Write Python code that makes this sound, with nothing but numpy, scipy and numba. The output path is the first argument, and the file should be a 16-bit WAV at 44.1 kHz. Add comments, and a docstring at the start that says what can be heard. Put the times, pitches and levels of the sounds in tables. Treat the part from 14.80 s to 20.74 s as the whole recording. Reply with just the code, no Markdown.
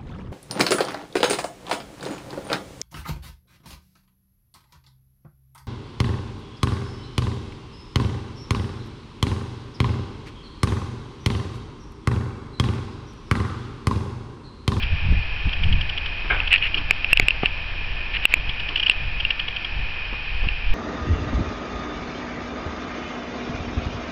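"""Wind buffets the microphone of a small hand-held camera on a walk with dogs across a grassy field.
Under the gusts a steady hiss whistles faintly in the microphone port; feet fall softly on the turf
and a sole scuffs once. A leash reel creaks once a turn, in short, even runs. Up close, the camera case
rubs and rumbles under the hand, takes a few dull knocks and gives clicks that overload the recorder."""
import sys
import numpy as np
from scipy import signal
from scipy.fft import rfft, irfft, next_fast_len
from scipy.io import wavfile
from scipy.ndimage import uniform_filter1d
from numba import njit

SR = 44100
rng = np.random.default_rng(int(sys.argv[2]) if len(sys.argv) > 2 else 0)


def int16_out(signal):
    """Quantize to a 16-bit WAV file."""
    q = np.round(np.clip(np.atleast_2d(signal).T, -1, 1) * 32767)
    wavfile.write(sys.argv[1], SR, q.astype(np.int16))


N = 261954
TIME = np.arange(N) / SR

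# tone of the case when it is rubbed or rattles: freq_hz, gain_db
CASE_COLOUR = [(300, -31), (1000, -25.5), (1400, -18.5), (1750, -9.5), (2000, -8), (2550, 0.5), (2900, 0),
               (3300, -13.5), (3650, -20.5), (4200, -23.5), (5400, -47.5)]


def undb(db):
    """Decibels to gain."""
    return 10 ** (np.asarray(db) / 20)


def unit(x):
    """Scale to rms 1."""
    return x / np.sqrt(np.mean(x ** 2))


def add(out, start_s, sound):
    """Mix a sound in at its cue."""
    i = max(int(start_s * SR), 0)
    out[i:i + len(sound)] += sound[:max(N - i, 0)]


def colour(x, spectrum):
    """Equalise along (freq_hz, gain_db) points, rolling off an octave above the last."""
    hz, db = np.transpose(spectrum)
    size = next_fast_len(len(x))
    freqs = np.maximum(np.fft.rfftfreq(size, 1 / SR), 1)
    gain = undb(np.interp(np.log(freqs), np.log(hz), db)) / (1 + (freqs / (2 * hz[-1])) ** 4)
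    return irfft(rfft(x, size) * gain, size)[:len(x)]


def noise(spectrum, count=N):
    """White noise coloured by (freq_hz, gain_db) points."""
    return colour(rng.standard_normal(count), spectrum)


def ring(push, modes):
    """Pass a push through parallel resonances (pitch_hz, width_hz, gain_db)."""
    return sum(undb(db) * signal.lfilter(*signal.iirpeak(hz, hz / width, fs=SR), push)
               for hz, width, db in modes)


def wander(rate_hz):
    """Smooth drift at rms 1: random levels, each held briefly, slewed twice."""
    hold = int(SR / rate_hz)
    levels = np.repeat(rng.standard_normal(N // hold + 1), hold)
    return unit(uniform_filter1d(uniform_filter1d(levels, hold), hold)[:N])


def slips(count, rate_hz, spread_db):
    """Friction: tiny slips of uneven size at random moments."""
    ticks = (rng.random(count) < rate_hz / SR) * rng.choice([-1, 1], count)
    return ticks * undb(spread_db * rng.standard_normal(count))


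def steadied(x, span_s):
    """Even out the slow swells of a noise, leaving rms near 1."""
    return x / np.sqrt(uniform_filter1d(x ** 2, int(span_s * SR)) + np.mean(x ** 2) / 20)


def swishes(cues, spectrum, count=8192):
    """Grainy swells of friction, one for each (start_s, length_s, level_db)."""
    out = np.zeros(N)
    for start_s, length_s, db in cues:
        friction = slips(count, rate_hz=2100, spread_db=2)
        grain = unit(colour(friction, spectrum))[:int(length_s * SR)]
        add(out, start_s, grain * signal.windows.tukey(len(grain), .5) * undb(db))
    return out


def hiss(level_db=-31.33):
    """An even bed of air and grass, with a faint whistle from the microphone port."""
    # tone of the field's hiss: freq_hz, gain_db
    air_colour = [(100, 7), (300, 0.5), (550, 0), (900, 3), (1350, -0.5), (2000, 3), (2800, 6.5),
                  (3200, 7.5), (3600, -20), (4200, -59.5), (5400, -22.5), (6500, -25.5)]
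    # resonances of the port: pitch_hz, width_hz, gain_db
    port_modes = [(1790, 104, 7.5), (2476, 134.5, 19)]
    whistle = ring(rng.standard_normal(N), port_modes)
    return unit(noise(air_colour) + whistle) * undb(level_db)


def wind_and_rumble():
    """Wind gusts and deep rumble swells, one from handling, over a wandering breeze; strong gusts also flutter."""
    # breeze between the gusts: time_s, level_db
    breeze = [(1.1, -35), (1.17, -39), (1.48, -33.5), (2.25, -35.5), (2.44, -29), (2.47, -34), (3.5, -39),
              (3.59, -34), (4.12, -39.5), (4.21, -32), (4.88, -42.5), (4.95, -32.5), (5.4, -39.5),
              (5.55, -39)]
    # low swells on the microphone, wind gusts and deep rumble swells, the one at 2.38 s from handling: #
    # crest_s, half_length_s, buffet_db, rumble_db
    swells = [(0.051, 0.024, -25, -28), (0.133, 0.027, -20, -24.5), (0.316, 0.078, -18, -19),
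              (0.67, 0.02, -17.5, -16.5), (0.902, 0.09, -18.5, -17.5), (2.38, 0.068, -46.5, -23.5),
              (4.27, 0.023, -33, -53), (5.0, 0.03, -37, -27.5), (5.645, 0.11, -46, -20.5),
              (5.917, 0.049, -37, -12)]
    # tone of each layer, deepest first: freq_hz, gain_db
    rumble_colour = [(5, 4.5), (14, 2), (30, 2.5), (48, -4.5), (65, -13.5), (100, -32.5)]
    buffet_colour = [(35, -15.5), (58, 0.5), (80, 0), (110, -7.5), (150, -15), (220, -31.5), (400, -48)]
    flutter_colour = [(80, -15), (150, 8.5), (220, -3.5), (330, -15.5), (500, -28), (900, -37)]
    breeze_db = np.interp(TIME, *np.transpose(breeze)) + 1.5 * wander(rate_hz=12)
    buffet_gain, rumble_gain = undb(breeze_db - 2), undb(breeze_db + 8)
    for crest_s, half_s, buffet_db, rumble_db in swells:
        swell = np.exp(-((TIME - crest_s) / half_s) ** 2)
        buffet_gain += undb(buffet_db) * swell
        rumble_gain += undb(rumble_db) * swell
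    rumble = steadied(noise(rumble_colour), span_s=0.076) * rumble_gain
    buffet = steadied(noise(buffet_colour), span_s=0.05) * buffet_gain
    flutter = steadied(noise(flutter_colour), span_s=0.13)
    drive_db = 20 * np.log10(buffet_gain)
    flutter_db = 1.57 * drive_db - 4.5 + 2 * wander(rate_hz=45)  # swells faster than the buffeting
    return rumble + buffet + flutter * undb(flutter_db)


def puffs():
    """A single eddy builds up pressure on the diaphragm, then flips to a suction that fades."""
    # hard puffs of wind: flip_s, level_db, build_s
    cues = [(0.123, -22, 0.017), (0.325, -8, 0.0013), (0.676, -18, 0.009), (2.429, -17.5, 0.0057),
            (3.694, -22, 0.017), (5.672, -14, 0.011)]
    out = np.zeros(N)
    for flip_s, db, build_s in cues:
        out += undb(db) * np.exp(-np.abs(TIME - flip_s) / build_s) * np.tanh((flip_s - TIME) / 0.001)
    return out


def footsteps():
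    """Soles brush softly into the turf."""
    # footfalls: start_s, length_s, level_db
    cues = [(1.443, 0.027, -35), (1.93, 0.11, -37.5), (3.545, 0.041, -38.5), (3.88, 0.062, -40),
            (5.32, 0.031, -36.5), (5.63, 0.035, -36.5)]
    # muffled tone of turf: freq_hz, gain_db
    turf_colour = [(120, -18.5), (250, 0.5), (400, -3), (600, -12.5), (1200, -6.5), (2500, -20.5)]
    return swishes(cues, turf_colour)


def scuff(start_s, scrape_db, scrape_decay_s, hollow_db, hollow_decay_s, count=12000):
    """A sole's scrape dies away; its firm start rings two hollow resonances."""
    # tone of the scrape: freq_hz, gain_db
    scrape_colour = [(200, -19), (550, -13.5), (800, -12), (1100, -14), (1350, -12), (1560, -4.5),
                     (1900, -14.5), (2280, -2.5), (2600, -10), (3100, -11.5), (3600, -23.5), (5000, -51.5)]
    # hollow ring at its start: pitch_hz, width_hz, gain_per_pass_db
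    hollow_modes = [(1570, 180, -1), (2220, 240, -7)]
    out, t = np.zeros(N), TIME[:count]
    push = slips(count, rate_hz=6000, spread_db=4)
    scrape = unit(colour(push, scrape_colour))
    scrape *= np.minimum(t / 0.013, 1) * np.exp(-t / scrape_decay_s)
    hollow = steadied(ring(ring(push, hollow_modes), hollow_modes), span_s=0.0099)
    hollow *= np.minimum(t / 0.0018, 1) * np.exp(-t / hollow_decay_s)
    add(out, start_s - .008, scrape * undb(scrape_db))  # the sole grazes just before it bites
    add(out, start_s, hollow * undb(hollow_db))
    return out


def rubs():
    """The hand slides on the case in short, grainy strokes."""
    # strokes: start_s, length_s, level_db
    cues = [(1.699, 0.078, -17), (1.732, 0.024, -11), (1.811, 0.078, -22.5), (2.282, 0.13, -27.5),
            (2.408, 0.027, -26.5), (2.62, 0.058, -27), (3.328, 0.054, -23.5), (3.418, 0.039, -28.5),
            (3.505, 0.052, -27.5)]
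    return swishes(cues, CASE_COLOUR)


def knocks(count=2048):
    """Soft bumps ring the low modes of the camera body."""
    # bumps: start_s, peak_db, contact_s
    cues = [(2.109, -9.5, 0.00026), (2.3988, -3.5, 0.00022), (2.6339, -6, 0.00022)]
    # body modes: pitch_hz, width_hz, gain_db
    body_modes = [(203, 320, 3), (403, 56, 0), (730, 120, 5), (1180, 78, 6.5)]
    out, t = np.zeros(N), TIME[:count]
    for start_s, db, contact_s in cues:
        thud = ring(t * np.exp(-t / contact_s), body_modes)
        add(out, start_s, -thud / np.abs(thud).max() * undb(db))
    return out


def reel_runs(turn_s=0.0825, lag_s=0.022, settle=0.33, length_s=0.013):
    """Creak cues from a leash reel unwinding: one a turn, slow at first, then at an even beat."""
    # runs of the reel: start_s, count, first_force_db, last_force_db
    runs = [(0.729, 7, -14.5, -14.5), (1.672, 3, -12, -24), (3.691, 4, -16, -15.5), (4.399, 6, -10, -16.5)]
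    cues = []
    for start_s, count, first_db, last_db in runs:
        for k, force_db in enumerate(np.linspace(first_db, last_db, round(count))):
            cues.append((start_s, force_db, length_s))
            start_s += turn_s + lag_s * settle ** k
    return cues


def creaks(pitch_hz=2816, sag_hz_per_db=19, count=2048):
    """Each creak is a swell of quick slips: one wavering mode sings over a dry rasp."""
    # firm accents, a quick flurry and a few single creaks: start_s, force_db, length_s
    accents = [(0.022, -16, 0.022), (0.693, -12, 0.002), (1.942, -5.5, 0.013), (1.969, -15.5, 0.026),
               (3.957, -5.5, 0.0097), (3.996, -9, 0.011), (4.027, -7.5, 0.013), (4.061, -3, 0.014),
               (4.079, -16, 0.012), (4.107, -8.5, 0.016), (4.5038, -5, 0.0085)]
    # dry edge of a creak: freq_hz, gain_db
    rasp_colour = [(500, -30), (1300, -12), (1750, -3.5), (2000, -10.5), (2500, 6.5), (3350, -2.5),
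                   (3650, -12), (4200, -13), (5400, -18.5)]
    out, t = np.zeros(N), TIME[:count]
    for start_s, force_db, length_s in reel_runs() + accents:
        hz = pitch_hz - sag_hz_per_db * force_db  # the firmer the creak, the lower it sings
        swell = np.sin(np.pi * np.minimum(t / length_s, 1)) * np.exp(-.8 * t / length_s)
        band = [(.75 * hz, -40), (.92 * hz, -3), (hz, 0), (1.08 * hz, -3), (1.22 * hz, -40)]
        mode = noise(band, count)
        mode /= np.sqrt(np.average(mode ** 2, weights=swell ** 2))
        rasp = unit(colour(slips(count, rate_hz=7600, spread_db=1.5), rasp_colour))
        # firm creaks sing, light ones are mostly rasp
        add(out, start_s, swell * (undb(force_db - 6.5) * mode + undb(0.35 * force_db - 16.5) * rasp))
    return out


def clicks(count=2048):
    """A snap cracks and briefly rings the case; a weak rattle trails it."""
    # snaps on the case: start_s, level_db, pitch_hz, t60_s
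    cues = [(1.602, -9.5, 2630, 0.0095), (1.729, 4, 2790, 0.005), (1.7394, 2.5, 2690, 0.009),
            (1.7483, -7, 2540, 0.007), (1.76, -2.5, 2550, 0.0064), (1.8254, -9, 2550, 0.0061),
            (2.109, 6, 2490, 0.0038), (2.245, -5, 2660, 0.0054), (2.3305, 9.5, 2690, 0.02),
            (2.3728, 3, 2750, 0.0062), (2.3975, 4.5, 2255, 0.0095), (2.484, 2, 2660, 0.0068),
            (2.5063, -6, 2680, 0.013), (2.6584, -3, 2630, 0.0065), (3.4536, 10, 2710, 0.0085),
            (3.5393, 8, 2475, 0.0056), (4.0971, 3, 2744, 0.015), (4.4504, -7.5, 2770, 0.016),
            (5.687, -9.5, 2700, 0.012)]
    # first instant of a click: freq_hz, gain_db
    crack_colour = [(200, -24), (600, -16.5), (1200, -1), (2000, 4), (4000, -2.5), (5400, -9)]
    out, t = np.zeros(N), TIME[:count]
    for start_s, db, hz, t60_s in cues:
        envelope = np.exp(-np.log(1000) * t / t60_s) * (1 - np.exp(-t / 0.00077))
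        tone = np.sin(2 * np.pi * hz * t) * envelope / envelope.max()
        crack = noise(crack_colour, count) * np.exp(-t / 0.0015)
        rattle = unit(noise(CASE_COLOUR, count)) * np.exp(-t / 0.0046)
        add(out, start_s, undb(db) * (tone + undb(-14) * crack + undb(-16.5) * rattle))
    return out


def scene():
    """Wind, field, feet, leash and handling meet at the one microphone."""
    close_up = creaks() + clicks() + rubs() + knocks()
    feet = footsteps()
    feet += scuff(1.502, scrape_db=-19, scrape_decay_s=0.072, hollow_db=-17.5, hollow_decay_s=0.024)
    return (wind_and_rumble() + puffs() + hiss() + close_up + feet)[None]


@njit
def follow(x, attack, release):
    """The limiter's envelope: it rises fast and falls slowly."""
    out, level = np.empty(len(x)), 0.
    for i in range(len(x)):
        level += (abs(x[i]) - level) * (attack if abs(x[i]) > level else release)
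        out[i] = level
    return out


def record(dry, band_hz=5550, top_hz=16200,
           threshold_db=-8, attack_s=0.00064, release_s=0.021, lag_s=.0014):
    """A narrow-band input with a late limiter: loud clicks clip, and the hiss ducks after them."""
    # treble cut that softens the buzz of clipping: freq_hz, gain_db
    treble_cut = [(5200, 0), (6300, -7), (8200, -11), (11000, -4.5), (16000, -13.5)]
    x = signal.sosfilt(signal.ellip(8, .2, 80, band_hz, fs=SR, output="sos"), dry[0])
    envelope = follow(x, 1 / (attack_s * SR), 1 / (release_s * SR))
    late_envelope = np.interp(TIME - lag_s, TIME, envelope)
    limited = x / np.maximum(late_envelope / undb(threshold_db), 1)
    clipped = limited / (1 + (limited / .73) ** 12) ** (1 / 12)  # flat tops, slightly rounded knee
    softened = colour(clipped, treble_cut)
    return signal.fftconvolve(softened, signal.firwin(255, top_hz, fs=SR), "same")[None]


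dry = scene()
out = record(dry)
int16_out(out)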